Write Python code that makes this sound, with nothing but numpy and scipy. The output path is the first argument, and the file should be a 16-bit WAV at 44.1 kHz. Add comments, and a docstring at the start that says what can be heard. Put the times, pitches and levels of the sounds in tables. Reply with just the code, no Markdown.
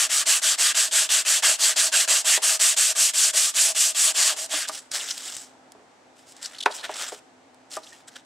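"""Fast gritty scrubbing is heard first: a wooden sanding stick rubs a rusty saw blade on a board, over faint shop hum.
Grit noise follows each stroke's speed as hiss, brighter at mid-stroke, and rasp, and drives the humming board.
The push and pull strokes, about six a second, slow down near the end. Then the stick is dragged aside (swept noise),
skips (short resonant bursts, ticks) and is put down with one hard knock and several lighter ones (ringing wood
modes) and a tiny squeak as a spray can is taken in hand. It is heard close up in a small workshop."""
import sys
import numpy as np
from scipy import signal
from scipy.fft import rfft, irfft, next_fast_len
from scipy.io import wavfile
from scipy.ndimage import uniform_filter1d

SR = 44100
rng = np.random.default_rng(int(sys.argv[2]) if len(sys.argv) > 2 else 0)


def put_to_file(sound):
    """Save the sound as 16-bit audio at rate SR, in the file named by the first command-line argument."""
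    columns = np.atleast_2d(sound).T  # one column per channel
    safe = np.clip(columns, -1, 1)
    whole_steps = np.round(safe * 32767)
    wavfile.write(sys.argv[1], SR, whole_steps.astype(np.int16))


N = 363825
T = np.arange(N) / SR

# All levels stand ahead of the final level easing; spectra are relative shapes.
# Sanding strokes, push and pull in turn, each lasting until the next:
# (start [s], pressure [dB], rise of pressure along the stroke [dB], extra bite at the start [dB])
SANDING_STROKES = [(-0.067, -1.5, -2.5, 0.0), (0.092, -2.5, 2.5, 1.5), (0.255, 0.7, -2.5, -3.5),
                   (0.416, -2.5, 1, 4), (0.576, -0.5, 5, 2.0), (0.744, -2.1, -7.0, 1), (0.91, -0.5, -5, -6),
                   (1.089, -1.2, -2, 1), (1.248, 0.4, -3.0, -4.5), (1.423, 0.3, -4.5, 1.0),
                   (1.585, 0.9, -6.5, -5.5), (1.759, -0.5, -3, 3.5), (1.917, 1.3, 0.0, 0),
                   (2.075, -0.8, -1.5, 7.5), (2.243, 2.5, 0, -2.5), (2.418, 0.5, 1.5, 6.5),
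                   (2.593, 3, 2.5, 5), (2.764, 0, 7, 17.5), (2.949, 2.5, -1.0, -2), (3.133, 1, 12.5, 8.5),
                   (3.33, 1, -5.5, 1.5), (3.538, 2.1, 1.0, -1.5), (3.746, 1.5, -5.5, -5),
                   (3.944, -0.2, 15, 10), (4.14, -0.2, 1, -1), (4.361, -15.5, -5.5, 7.5),
                   (4.488, -14, -13.5, -12.5)]
# Rasp thinning as the rust wears off, returning in the last light strokes:
# (time [s], rasp share [dB], board hum share [dB])
STROKE_TONE = [(0, -6.7, -27), (2.3, -8, -21.5), (2.8, -12.5, -28), (4.05, -12.5, -26.5), (4.2, -5, -17),
               (4.42, -12, -14.5), (4.53, -2.5, -16.5)]
# Fine hiss of grit on steel: (frequency [Hz], level [dB])
HISS_SPECTRUM = [(1000, -65), (2400, -15.5), (3800, -15.5), (4500, -7), (5100, -8), (5800, -4.5),
                 (6500, -4.5), (7650, 1), (8400, -1.5), (10000, -9.5), (12500, -17.5), (15500, -32.5)]
# Coarser rasp of stick and blade: (frequency [Hz], level [dB])
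RASP_SPECTRUM = [(60, -45), (200, -30), (450, -23.5), (800, -12), (1020, -9.5), (1190, 0.5), (1290, -4),
                 (1660, 2), (2350, -5), (2750, 1.5), (3300, 1.5), (4200, -3.5), (7000, -7), (14000, -30)]
# Resonances of the board humming under the blade: (frequency [Hz], width [Hz], level [dB])
BOARD_HUM_PEAKS = [(313, 40, -9.5), (454, 67, -13), (630.7, 45, 0), (793, 54, -23)]
HISS_DB, RASP_DB, BOARD_HUM_DB = -17, -23.5, -39.5  # rms of each sanding layer
LAST_STOP_S, PAUSE_S = 4.672, .012  # end of the last stroke; rest of the hand at each turn
JAM_S, JAM_FADE_S = 2.378, .006  # one stroke hits the end of its travel and stops short
END_PRESS_DB, LIFT_DB = 1, -3.5  # bearing down towards both ends of a stroke; letting up just before the turn
BITE_SHARE, GRIP_S = 0.19, .0025  # share of the stroke over which the bite fades; time the grit takes to grip

# Workshop air: (frequency [Hz], density [dB per Hz])
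AIR_SPECTRUM = [(20, -48), (55, -26), (110, -18), (190, -16), (230, -12), (290, -7), (400, -12), (540, -10),
                (800, -7), (1050, -15), (1700, -18), (3100, -25), (5500, -28), (8000, -29), (15000, -58)]
# How diffuse the air is: (frequency [Hz], side minus mid [dB])
AIR_WIDTH = [(30, -6), (60, -10), (200, -9), (380, -6), (700, -6), (1300, -1.5), (4400, -3), (15000, -1.5)]
# Hum tones of the workshop: (frequency [Hz], level [dB])
HUM_TONES = [(119, -81), (258, -65.5)]
AIR_DB = -56.5  # rms of the mid air noise

# Wood knocking, one hard knock and several lighter ones:
# (time [s], level [dB], pitch centre [Hz], spread [octaves], share of bench against board [0-1])
WOOD_KNOCKS = [(1.43, -23, 855, 0.18, .5), (2.377, -13, 680, 0.38, 0.4), (4.537, -23.5, 520, 1.2, 0),
               (4.694, -22, 1046, 1, 0.19), (5.75, -41, 520, 0.55, 0.5), (5.795, -46, 475, 0.65, 1),
               (6.66, -3.5, 1000, 0.8, 0.98), (6.701, -26.5, 746, .38, 0.8), (6.894, -23.5, 690, 0.56, .8),
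               (7.121, -27, 570, 0.4, 1), (7.769, -20.5, 845, 0.8, 0.13)]
# Modes of the bench top: (frequency [Hz], level [dB], t60 [s])
BENCH_MODES = [(302, -12, 0.081), (419.5, 1, 0.095), (507, -4, 0.065), (614, -3, 0.067), (745, -2.5, 0.052),
               (870, -2, 0.062), (948, 1, 0.063), (1055, -11.5, 0.057), (1308, -3, .05), (1467, 2, 0.054),
               (1750, -2, .045), (1985, -10, 0.041), (2270, 0, 0.032), (2470, -3, .03), (2980, -2, 0.026),
               (3420, -4, .025), (3900, -7, .025), (4390, -1, .02)]
# Modes of the board under the blade: (frequency [Hz], level [dB], t60 [s])
BOARD_MODES = [(301, -4, 0.13), (390, -17, 0.071), (635, 2, .08), (804, -7, .07), (981, -4, .07),
               (1200, 3.5, 0.067), (1480, -12, .05), (1820, -14, .04)]

# Sharp ticks of grit and edges catching: (time [s], starting level [dB])
GRIT_TICKS = [(4.4426, -23), (4.4606, -26), (4.6869, -19), (4.9164, -23), (5.1783, -22.5), (5.3667, -25.5),
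              (5.72, -38), (6.3219, -39), (6.3663, -40), (6.4285, -29), (6.9143, -37), (7.022, -23.5),
              (7.545, -51), (7.753, -31), (7.7673, -30), (8.082, -38)]
# Colour of the ticks: (frequency [Hz], level [dB])
TICK_SPECTRUM = [(100, -35), (500, -29), (1600, -15), (4000, -1), (8000, 2), (10500, -5), (15000, -23)]

# The stick dragged aside across the board in one move: (time [s], level [dB], woody share [dB])
STICK_DRAG = [(4.909, -62, -13), (4.914, -35, -13), (4.955, -26, -10.5), (5.05, -37, -5.5),
              (5.1, -29.5, -14), (5.13, -39, -11), (5.29, -36.5, -9.5), (5.42, -41.5, -14), (5.54, -73, -1)]
# Short rubs of stick, fingers and can: (start [s], length [s], level [dB], woody share [dB])
HAND_RUBS = [(4.672, 0.027, -31.5, -10), (4.707, 0.092, -33.5, -9.5), (4.78, .11, -61, -3),
             (6.147, 0.12, -58, -7), (6.256, 0.086, -51.5, -11), (6.328, 0.44, -53, 1),
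             (6.412, .065, -39.5, -9.5), (6.684, 0.15, -45, 1), (6.73, 0.044, -33, -18),
             (6.827, 0.043, -39, 4.5), (6.863, 0.12, -47, 4.5), (6.941, 0.17, -33, -4),
             (7.109, 0.045, -41.5, -2.5), (7.137, 0.058, -50.5, -4), (7.698, 0.096, -39.5, -9.5),
             (7.781, 0.25, -53, -6), (8.07, .02, -46, -5), (8.087, 0.13, -58.5, -1), (8.151, 0.021, -47, 3)]
# Dry swish of sliding wood: (frequency [Hz], level [dB])
SWISH_SPECTRUM = [(100, -57), (1500, -23), (2400, -11.5), (3000, -2.5), (4200, -3.5), (5300, 3), (6500, 1),
                  (7800, 5), (10000, -7), (15000, -21)]
# Woody body of the slide: (frequency [Hz], level [dB])
WOODY_SPECTRUM = [(40, -47.5), (150, -20), (400, -8), (630, 1.5), (1000, -4.5), (1450, 3.5), (1750, 3),
                  (2400, -2.5), (4000, -4.5), (9000, -46)]
DRAG_JUDDER_DB, DRAG_JUDDER_RATE = 0.4, 49  # spread of the random catching; new values a second
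RUB_PEAK, RUB_CURVE = 0.42, 0.68  # where in a rub the hand is fastest [0-1]; how steeply loudness follows speed
RUB_RELEASE_S = 0.0048  # time constant of the power as the contact eases off

# Stick and fingers skipping and scuffing, levels before the colour:
# (time [s], length [s], level [dB], ringing near [Hz])
SKIP_SCUFFS = [(4.994, 0.028, -33, 3100), (5.077, 0.024, -35, 3420), (5.107, 0.01, -22, 4870),
               (5.279, 0.019, -36.5, 3180), (6.445, 0.012, -35, 4500), (6.457, 0.0072, -31, 5470),
               (6.545, 0.011, -43, 3300), (6.563, .007, -45, 3400), (6.583, 0.011, -36, 4200),
               (6.603, 0.014, -28.5, 3600), (6.624, 0.017, -30, 3700), (6.657, 0.0071, -24, 3700),
               (6.707, 0.024, -34, 4100), (6.768, 0.057, -40.5, 3900), (6.938, 0.011, -34.5, 5200),
               (7.075, 0.019, -39, 5400), (7.714, 0.0067, -36.5, 4600), (7.731, 0.015, -39, 4470),
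               (7.828, 0.027, -48, 4300), (7.865, .013, -46, 3100), (8.154, 0.018, -42.5, 3200)]
# Colour of the scuffs: (frequency [Hz], level [dB])
SCUFF_SPECTRUM = [(100, -26), (2200, -10), (2900, 1), (5000, -2), (8200, 2), (10000, 2.5), (15000, -18)]

# Short squeaks as the grip shifts: (time [s], pitch [Hz], level [dB])
GRIP_SQUEAKS = [(7.923, 1860, -40)]

# How far left and right differ: (frequency [Hz], side minus mid [dB])
STEREO_WIDTH = [(250, -27.5), (700, -31), (1500, -60), (3600, -60.5), (4500, -10), (5600, -19),
                (7800, -15.5), (8700, -7.5), (9400, -4), (12500, -7.5), (13500, -11)]
TOP_HZ = 15600  # top of the audible band


def undb(db):
    """Decibels to gain."""
    return 10 ** (np.asarray(db) / 20)


def unit(x):
    """Scale to rms 1."""
    return x / np.sqrt(np.mean(x ** 2))


def gains(points, size):
    """Gain at each Fourier bin from (Hz, dB) points, joined along log frequency."""
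    hz, db = np.transpose(points)
    bins = np.maximum(np.arange(size // 2 + 1) * SR / size, 1)
    return undb(np.interp(np.log(bins), np.log(hz), db))


def shape(x, points):
    """Filter x by a spectrum of (Hz, dB) points."""
    size = next_fast_len(N + SR // 20)
    return irfft(rfft(x, size) * gains(points, size), size)[:N]


def colour(x, points):
    """Filter x by a spectrum, then scale to rms 1."""
    return unit(shape(x, points))


def resonate(x, hz, width_hz):
    """One resonance, gain 1 at its centre."""
    return signal.lfilter(*signal.iirpeak(hz, hz / width_hz, fs=SR), x)


def walk(rate):
    """Smooth random wander of rms 1, taking about `rate` new values a second."""
    hold = max(int(SR / rate), 2)
    steps = np.repeat(rng.standard_normal(N // hold + 1), hold)
    return unit(uniform_filter1d(steps, hold)[:N])


def add(track, s, sound):
    """Mix a sound in at time s."""
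    i = int(s * SR)
    track[i:i + len(sound)] += sound[:N - i]


def grit(rate, scatter_db):
    """Tiny fractures of uneven size, `rate` a second, at constant mean power."""
    chance = np.clip(rate / SR, 1e-4, 1)
    hits = rng.random(N) < chance
    sizes = rng.standard_normal(N) * undb(scatter_db * rng.standard_normal(N))
    return unit(hits * sizes / np.sqrt(chance))


def wander(x, flutter_db, order=9):
    """Neighbouring bands of the noise swell and fade independently at random."""
    centres = np.geomspace(1200, 10000, order)
    return x + sum((undb(flutter_db * walk(28)) - 1) * resonate(x, hz, hz / 6) for hz in centres)


def stroke_motion(jerk=.1, jerk_share=.065):
    """Hand speed, place along the blade and pressure gain through every back-and-forth stroke."""
    speed, reach, press = np.zeros((3, N))
    ends = [row[0] - PAUSE_S for row in SANDING_STROKES[1:]] + [LAST_STOP_S]
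    for k, ((start, pressure_db, rise_db, bite_db), end) in enumerate(zip(SANDING_STROKES, ends)):
        on = slice(*np.searchsorted(T, [start, end]))
        place = (T[on] - start) / (end - start)
        # the grit breaks free with a jerk
        speed[on] = np.abs(np.sin(np.pi * place)) + jerk * np.exp(-place / jerk_share)
        speed[on] *= 1 - np.exp(-(T[on] - start) / GRIP_S)
        if start < JAM_S < end:
            speed[on] *= np.exp(-np.maximum(T[on] - JAM_S, 0) / JAM_FADE_S)
        reach[on] = (-1) ** k * np.cos(np.pi * place)  # -1 at one end of the travel, +1 at the other
        effort_db = pressure_db + rise_db * (place - .5) + bite_db * np.exp(-place / BITE_SHARE)
        press[on] = undb(effort_db + END_PRESS_DB * reach[on] ** 2 + LIFT_DB * place ** 8)
    return speed, reach, press


def sanding(lean_db=0.87, patch_db=0.63, hiss_flutter_db=1.0):
    """Stroke speed sets how many grains catch and how bright they sound; the grains also drive the board."""
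    speed, reach, press = stroke_motion()
    s, rasp_db, hum_db = np.transpose(STROKE_TONE)
    rasp_share = undb(np.interp(T, s, rasp_db))
    hum_share = undb(np.interp(T, s, hum_db))
    press = press * undb(patch_db * walk(80))  # patches of rust pass under the grit
    grains = grit(8000 + 34000 * speed, scatter_db=1.45) * press
    lean = undb(lean_db * reach)  # one end of the blade rasps more, the other drives the board harder

    hiss = colour(wander(grains, flutter_db=hiss_flutter_db) * speed ** 1.03, HISS_SPECTRUM)

    rasp_level = speed ** 0.62 * rasp_share / lean * undb(0.74 * walk(35))
    rasp = colour(wander(grains, flutter_db=3.0) * rasp_level, RASP_SPECTRUM)

    drive_level = speed ** 0.17 * hum_share * lean * undb(2.43 * walk(21.95))
    drive = colour(grains * drive_level, [(30, -25.5), (250, -13.0), (1000, 4), (3000, -19)])
    hum = unit(sum(undb(db) * resonate(drive, hz, width) for hz, width, db in BOARD_HUM_PEAKS))
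    return undb(HISS_DB) * hiss + undb(RASP_DB) * rasp + undb(BOARD_HUM_DB) * hum


def workshop():
    """Diffuse air noise, nearly steady, with hum tones wavering in level and phase."""
    mid, side = (colour(rng.standard_normal(N), AIR_SPECTRUM) for _ in range(2))
    side = shape(side, AIR_WIDTH)
    air = (mid + np.array([side, -side])) * undb(AIR_DB + .5 * walk(3.1))
    hum = np.zeros(N)
    for hz, db in HUM_TONES:
        tone = unit(np.sin(2 * np.pi * hz * T + 0.72 * walk(17)))
        hum += undb(db + 2 * walk(4.8)) * tone
    return air + hum


def ring(modes, centre_hz, spread, t):
    """Decaying modes of a struck plank; the contact favours those near centre_hz."""
    hz, mode_db, t60 = np.transpose(modes)[:, :, None]
    weight = undb(mode_db) * np.exp(-.5 * (np.log2(hz / centre_hz) / spread) ** 2)
    phase = rng.normal(0, 1.0, hz.shape)
    waves = np.sin(2 * np.pi * hz * t + phase) * np.exp(-np.log(1000) * t / t60)
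    return np.sum(weight * waves, axis=0) / np.sqrt(np.sum(weight ** 2))


def knocks(crack_s=0.01, crack_db=-6):
    """Each blow rings the board and the bench; the cluttered bench adds a short crack."""
    out, t = np.zeros(N), T[:SR // 4]
    for s, db, centre_hz, spread, share in WOOD_KNOCKS:
        share = np.clip(share, 0, 1)
        crack = resonate(rng.standard_normal(len(t)), centre_hz, 1400 * spread)
        crack = unit(resonate(crack, centre_hz, 2200 * spread))
        bench = ring(BENCH_MODES, centre_hz, spread, t) + undb(crack_db) * crack * np.exp(-t / crack_s)
        board = ring(BOARD_MODES, centre_hz, spread, t)
        blow = np.sqrt(share) * bench + np.sqrt(1 - share) * board
        contact = 1 - np.exp(-t / .0004)  # soft onset
        add(out, s, undb(db) * blow * contact)
    # narrow planks radiate little bass
    return signal.sosfilt(signal.butter(5, 270, "high", fs=SR, output="sos"), out)


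def ticks(decay_s=0.002):
    """Single grains and edges snap free: coloured noise under sudden, fast-fading gains."""
    gain = np.zeros(N)
    for s, db in GRIT_TICKS:
        add(gain, s, undb(db) * np.exp(-T[:SR // 20] / decay_s))
    return gain * colour(rng.standard_normal(N), TICK_SPECTRUM)


def sliding(flutter_db=2.5):
    """One long drag over dusty wood, and short rubs that speed up and slow to a stop; all catch unevenly."""
    s, db, woody_db = np.transpose(STICK_DRAG)
    drag = undb(np.interp(T, s, db) + DRAG_JUDDER_DB * walk(DRAG_JUDDER_RATE))
    drag = drag * (T > s[0]) * (T < s[-1])
    swish_power = drag ** 2
    woody_power = (drag * undb(np.interp(T, s, woody_db))) ** 2

    release = np.exp(-T[:SR // 20] / RUB_RELEASE_S)
    for start, length, db, woody_db in HAND_RUBS:
        elapsed = np.linspace(0, 1, int(length * SR))
        place = np.interp(elapsed, [0, np.clip(RUB_PEAK, 0, 1), 1], [0, .5, 1])  # .5 where fastest
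        rub = undb(db) * np.abs(np.sin(np.pi * place)) ** RUB_CURVE
        power = np.abs(signal.fftconvolve(rub ** 2, release / release.sum()))
        add(swish_power, start, power)
        add(woody_power, start, power * undb(woody_db) ** 2)

    grains = wander(grit(9000, scatter_db=2.5) * undb(1.5 * walk(130)), flutter_db=flutter_db)
    swish = np.sqrt(swish_power) * colour(grains, SWISH_SPECTRUM)
    woody = np.sqrt(woody_power) * colour(grains, WOODY_SPECTRUM)
    return swish + woody


def scuffs(width_share=0.25):
    """Brief bursts of friction, each exciting a resonance of the stick."""
    out = np.zeros(N)
    for s, length, db, hz in SKIP_SCUFFS:
        friction = unit(resonate(rng.standard_normal(SR // 8), hz, hz * width_share))
        contact = signal.windows.tukey(int(length * SR), .5)
        add(out, s, undb(db) * contact * friction[:len(contact)])
    return shape(out, SCUFF_SPECTRUM)


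def squeaks(decay_s=.01):
    """A finger sticks and slips for an instant: a short sine with wavering phase."""
    out, t = np.zeros(N), T[:SR // 10]
    waver = 0.74 * walk(320)[:len(t)]
    for s, hz, db in GRIP_SQUEAKS:
        envelope = (1 - np.exp(-t / .001)) * np.exp(-t / decay_s)
        add(out, s, undb(db) * envelope * np.sin(2 * np.pi * hz * t + waver))
    return out


def widen(x):
    """A randomly wandering phase makes left and right differ, mostly in the treble."""
    drift = 3 * walk(120)  # phase in radians
    side = shape(np.real(signal.hilbert(x) * np.exp(1j * drift)), STEREO_WIDTH)
    return np.array([x + side, x - side])


def room(x, t60_s=0.64, wet_db=-19):
    """Short, dull reflections from the bench and cluttered walls, different on each side."""
    t = T[:SR // 2]
    tails = rng.standard_normal((2, len(t))) * np.exp(-np.log(1000) * t / t60_s) * (t > .004)
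    tails = tails / np.sqrt(np.sum(tails ** 2, axis=1, keepdims=True))
    wall_gain = gains([(200, 0), (700, 1.0), (1800, 1.0), (14000, -4.5)], len(t))
    tails = irfft(rfft(tails) * wall_gain, len(t))
    return undb(wet_db) * signal.fftconvolve(x[None], tails, axes=1)[:, :N]


def scene():
    """Sanding, then putting the stick away, in the workshop."""
    bench = sanding() + knocks() + ticks() + sliding() + scuffs() + squeaks()
    return widen(bench) + room(bench) + workshop()


def record(dry, knee_db=-24, follow_s=0.055):
    """The overall level eases down while the sound stays loud, and the top is cut."""
    power, pole = np.mean(dry ** 2, axis=0), np.exp(-1 / (follow_s * SR))
    recent, _ = signal.lfilter([1 - pole], [1, -pole], power, zi=[np.mean(power[:SR])])
    gain = (1 + recent / undb(knee_db) ** 2) ** (-1 / 3)
    return signal.sosfilt(signal.ellip(8, .2, 70, TOP_HZ, fs=SR, output="sos"), dry * gain)


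dry = scene()
out = record(dry)
put_to_file(out)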